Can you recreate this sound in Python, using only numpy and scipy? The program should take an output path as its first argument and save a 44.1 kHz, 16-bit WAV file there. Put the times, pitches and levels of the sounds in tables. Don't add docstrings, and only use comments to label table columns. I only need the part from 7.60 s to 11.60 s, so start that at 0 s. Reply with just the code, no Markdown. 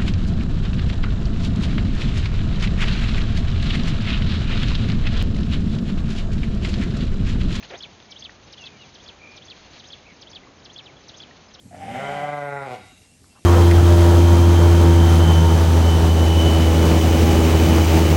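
import sys
import numpy as np
from scipy import signal
from scipy.fft import rfft, irfft
from scipy.io import wavfile

SR = 44100
rng = np.random.default_rng(int(sys.argv[2]) if len(sys.argv) > 2 else 0)


def log_audio(samples):
    frames = np.atleast_2d(samples).T
    limited = np.clip(frames, -1, 1)
    pcm = np.round(limited * 32767).astype(np.int16)
    wavfile.write(sys.argv[1], SR, pcm)


N = 176400
T = np.arange(N) / SR

# time_from_beat_s, pitch_hz, level_db
DOWNSWEEP_CURVE = [(-.121, 6550, -68.5), (-.112, 6100, -45), (-.104, 4290, -39), (-.099, 3420, -38),
                   (-.094, 2950, -45), (-.090, 2740, -49)]
ARCH_CURVE = [(-.066, 2750, -55), (-.059, 3100, -46), (-.055, 3330, -39.5), (-.051, 3520, -42),
              (-.047, 3780, -50), (-.039, 4350, -55), (-.032, 5400, -57), (-.028, 6080, -49),
              (-.021, 6600, -48.5), (-.019, 6400, -55), (-.014, 4900, -43), (-.010, 3500, -56)]
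PIP_CURVE = [(-.0005, 2750, -51), (.002, 3130, -41.5), (.004, 3320, -37), (.007, 3450, -38),
             (.0105, 3520, -51)]
SLUR_CURVE = [(.017, 5200, -51), (.020, 4550, -44), (.0225, 4230, -37), (.026, 3960, -44),
              (.031, 3500, -34.5), (.037, 3080, -38.5), (.041, 2800, -46), (.052, 2300, -49),
              (.056, 2170, -56)]
# start_from_beat_s, length_s, first_hz, last_hz, level_db
LEAD_IN_NOTES = [(-.199, .014, 6000, 6250, -60), (-.168, .011, 5500, 3900, -54.5),
                 (-.138, .012, 3000, 4200, -54)]
# beat_s, downsweep_early_s, downsweep_gain_db, arch_gain_db, pip_gain_db, slur_gain_db
SONG_PHRASES = [(.205, 0.0021, -4.5, 3, 2.5, 4.5), (.622, 0.0004, 1.5, 3.5, 3.5, 2),
                (1.0368, 0.00075, -1, -0.5, -1, -0.5), (1.4586, 0.0029, -4.5, -3, -3.5, -1.5),
                (1.880, 0.0023, -4, -1, -3.5, -0.5), (2.302, 0, -3, 0, 1, .5),
                (2.730, .0036, -2, 1, .5, 0.5), (3.159, 0.000063, -2.5, -0.5, 3.5, 0.5),
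                (3.5999, 0.0043, -1.5, 0, 2.5, -1.5), (4.052, 0.00033, -2.5, 0.5, 0, 0)]
# time_s, pitch_hz, level_db
FAR_WHISTLES = [
    [(.49, 2270, -59), (.52, 2310, -55), (.55, 2290, -60)],
    [(.976, 3130, -65), (.997, 2890, -43), (1.036, 2690, -47.5), (1.07, 2590, -56.5), (1.13, 2440, -61.5),
     (1.165, 2300, -52), (1.18, 2270, -57)],
    [(1.18, 3050, -62), (1.208, 2885, -44.5), (1.23, 2790, -49), (1.25, 2330, -57)],
    [(1.205, 3950, -71), (1.232, 3670, -53), (1.25, 3240, -61)],
    [(3.222, 5850, -63), (3.235, 5500, -57.5), (3.255, 4450, -64), (3.261, 3740, -41), (3.273, 2870, -48.5),
     (3.287, 2380, -55), (3.305, 2100, -52)],
    [(3.365, 3550, -56), (3.37, 3380, -49), (3.377, 3200, -57)],
]
HOARSE_CALLS = [
    [(1.59, 2370, -58), (1.63, 2380, -46), (1.69, 2420, -47.5), (1.74, 2420, -49), (1.77, 2410, -52),
     (1.80, 2410, -59)],
    [(2.44, 2350, -63), (2.465, 2400, -51.5), (2.49, 2230, -53.5), (2.525, 2150, -46), (2.54, 2120, -62)],
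]
# start_s, peak_db, ring_hz, t60_s
STEM_SNAPS = [(0.027, -32, 2510, .016), (0.032, -37, 1860, 0.018), (0.048, -33.5, 3000, 0.012),
              (0.4025, -30, 3300, .0025), (.6946, -31, 1840, 0.0099), (.6972, -35, 1750, 0.0079),
              (2.835, -42.5, 2050, .03), (2.872, -41, 1125, .03), (2.91, -50, 1200, .025),
              (3.711, -39.5, 1890, 0.031)]
# start_s, length_s, level_db
GRASS_STROKES = [(0.023, .039, -42), (.06, 0.06, -52), (0.392, 0.016, -53), (0.422, 0.0088, -43.5),
                 (1.944, .25, -52), (2.129, 0.057, -52)]
# time_s, level_db
SCUFF_ENVELOPE = [(.092, -70), (.107, -38.5), (.135, -38), (.147, -38.5), (.164, -43.5), (.185, -56)]
HISS_ENVELOPE = [(0, 1), (.45, -1.5), (.8, 2.5), (1.35, 1.5), (1.57, 0), (1.72, 1), (2.15, 1.5), (2.35, 0),
                 (2.7, -4.5), (3.35, -4), (3.55, 1), (4, -2.5)]
# frequency_hz, relative_density_db
GRASS_SPECTRUM = [(200, -3), (700, -3), (1400, -7), (2600, -3.5), (4400, -2.5), (5500, -13.5),
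                  (7000, -12.5)]
GROUND_SPECTRUM = [(100, -29), (230, -16.5), (350, -3), (430, -4), (520, 1), (620, -3.5), (780, -4.5),
                   (1050, -14.5), (2300, -9), (3200, -19.5), (7000, -33)]
RUSH_SPECTRUM = [(25, -22), (40, -7.5), (55, 1), (70, -2.5), (90, -1.5), (125, 1), (200, -1.5), (320, -2),
                 (500, -4.5), (700, -4.5), (1000, -8.5), (1600, -11.5), (2500, -14), (5000, -20.5)]
HISS_SPECTRUM = [(800, -5.5), (1800, 1.5), (3200, 5), (4300, 4), (5600, -2), (6500, 3.5), (7000, -27.5),
                 (7600, -12.5)]
# pitch_hz, level_db
HUM_PARTIALS = [(55, -70.5), (88, -63.5), (220, -72), (519, -74.5)]


def songbird(gain_db=-4, pitch_scatter=0.0059, roughness=0.28):
    out = np.zeros(N)
    bend = 1 + pitch_scatter * drift(65)
    for beat, early, down_db, arch_db, pip_db, slur_db in SONG_PHRASES:
        out += from_db(down_db) * whistle(DOWNSWEEP_CURVE, beat - early, bend)
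        for syllable, db in ((ARCH_CURVE, arch_db), (PIP_CURVE, pip_db), (SLUR_CURVE, slur_db)):
            out += from_db(db) * whistle(syllable, beat, bend)
        for start, length, first_hz, last_hz, db in LEAD_IN_NOTES:
            out += whistle([(start, first_hz, db), (start + length, last_hz, db)], beat, bend)
    return from_db(gain_db) * out * (1 + roughness * drift(200))


def whistle(curve, start=0, bend=1, edge_s=.0015):
    times, hz, db = np.transpose(curve)
    times = np.sort(times) + start
    on = (T > times[0] - edge_s) & (T < times[-1] + edge_s)
    t, out = T[on], np.zeros(N)
    pitch = (np.interp(T, times, hz) * bend)[on]
    fade = np.clip(np.minimum(t - times[0], times[-1] - t) / edge_s + 1, 0, 1)
    out[on] = from_db(np.interp(t, times, db)) * fade * sine(pitch)
    return out


def far_birds(gain_db=-1, vibrato_hz=30.2, vibrato_depth=0.015, jitters=(.016, .05)):
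    bend = 1 + 0.0056 * drift(97)
    whistles = sum(whistle(call, bend=bend) for call in FAR_WHISTLES)
    whistles *= 1 + .25 * drift(90)
    shake = drift(200)
    vibrato = 1 + vibrato_depth * np.sin(2 * np.pi * vibrato_hz * T)
    hoarse = sum(whistle(call, bend=vibrato + jitter * shake)
                 for call, jitter in zip(HOARSE_CALLS, jitters))
    hoarse *= rms_one(1 + .45 * drift(120))
    return from_db(gain_db) * (whistles + hoarse)


def stems():
    out = np.zeros(N)
    for start, db, hz, t60 in STEM_SNAPS:
        age = np.maximum(T - start, 0)
        decay = np.exp(-np.minimum(np.log(1000) * age / t60, 20))
        out += from_db(db) * decay * np.sin(2 * np.pi * hz * age)
    return out


def grass():
    strokes = sum(from_db(db) * gate(start, length, edge_s=0.0056) for start, length, db in GRASS_STROKES)
    return strokes * colour(impulses(per_s=2500, spread_db=-0.5), GRASS_SPECTRUM)


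def scuff():
    push = from_db(np.interp(T, *np.transpose(SCUFF_ENVELOPE), left=-np.inf, right=-np.inf))
    return push * colour(impulses(per_s=2000, spread_db=1.5), GROUND_SPECTRUM)


def outdoors(direct, ground_delay_s=.0026, leaf_hz=4000):
    ground = from_db(-12) * np.interp(T - ground_delay_s, T, direct)
    highs = signal.sosfilt(signal.butter(3, leaf_hz, "high", fs=SR, output="sos"), direct)
    leaves = from_db(-0.5) * echoes(highs, start_s=.001, t60_s=0.059)
    trees = from_db(-17.5) * echoes(direct, start_s=0.013, t60_s=0.18)
    return direct + ground + leaves + trees


def echoes(x, start_s, t60_s):
    t = T[:SR]
    cloud = rng.standard_normal(SR) * (t > start_s) * np.exp(-np.log(1000) * t / t60_s)
    return signal.fftconvolve(x, cloud / np.linalg.norm(cloud))[:N]


def background(rush_flicker_db=0.82, hiss_flicker_db=2, hum_wander_hz=2.5):
    rush_db = -49.5 + rush_flicker_db * drift(10)
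    rush = from_db(rush_db) * colour(rng.standard_normal(N), RUSH_SPECTRUM)
    hiss_db = -56 + np.interp(T, *np.transpose(HISS_ENVELOPE)) + hiss_flicker_db * drift(23)
    hiss = from_db(hiss_db) * colour(rng.standard_normal(N), HISS_SPECTRUM)
    hum = sum(from_db(db) * sine(hz + hum_wander_hz * drift(6.74)) for hz, db in HUM_PARTIALS)
    return rush + hiss + hum


def from_db(db):
    return 10 ** (np.asarray(db) / 20)


def rms_one(x):
    return x / np.sqrt(np.mean(x ** 2) + 1e-20)


def sine(hz):
    return np.sqrt(2) * np.sin(2 * np.pi * np.cumsum(hz) / SR)


def drift(corner_hz):
    hz = np.arange(N // 2 + 1) * SR / N
    return rms_one(irfft(rfft(rng.standard_normal(N)) / (1 + (hz / corner_hz) ** 2), N))


def colour(x, spectrum):
    hz, db = np.transpose(spectrum)
    bin_hz = np.maximum(np.arange(N // 2 + 1) * SR / N, 1)
    gain = from_db(np.interp(np.log(bin_hz), np.log(hz), db))
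    return rms_one(irfft(rfft(x) * gain, N))


def gate(start, length, edge_s):
    ramp = np.clip(np.minimum(T - start, start + length - T) / edge_s, 0, 1)
    return np.sin(np.pi / 2 * ramp) ** 2


def impulses(per_s, spread_db):
    clicks = (rng.random(N) < per_s / SR) * rng.choice([-1, 1], N)
    return clicks * from_db(spread_db * np.minimum(rng.exponential(1, N), 3))


def scene():
    birds = outdoors(songbird() + far_birds())
    lizard = stems() + grass() + scuff()
    return (birds + lizard + background())[None]


def record(dry, stopband_hz=7700):
    return signal.sosfilt(signal.cheby2(14, 55, stopband_hz, fs=SR, output="sos"), dry)


dry = scene()
out = record(dry)
log_audio(out)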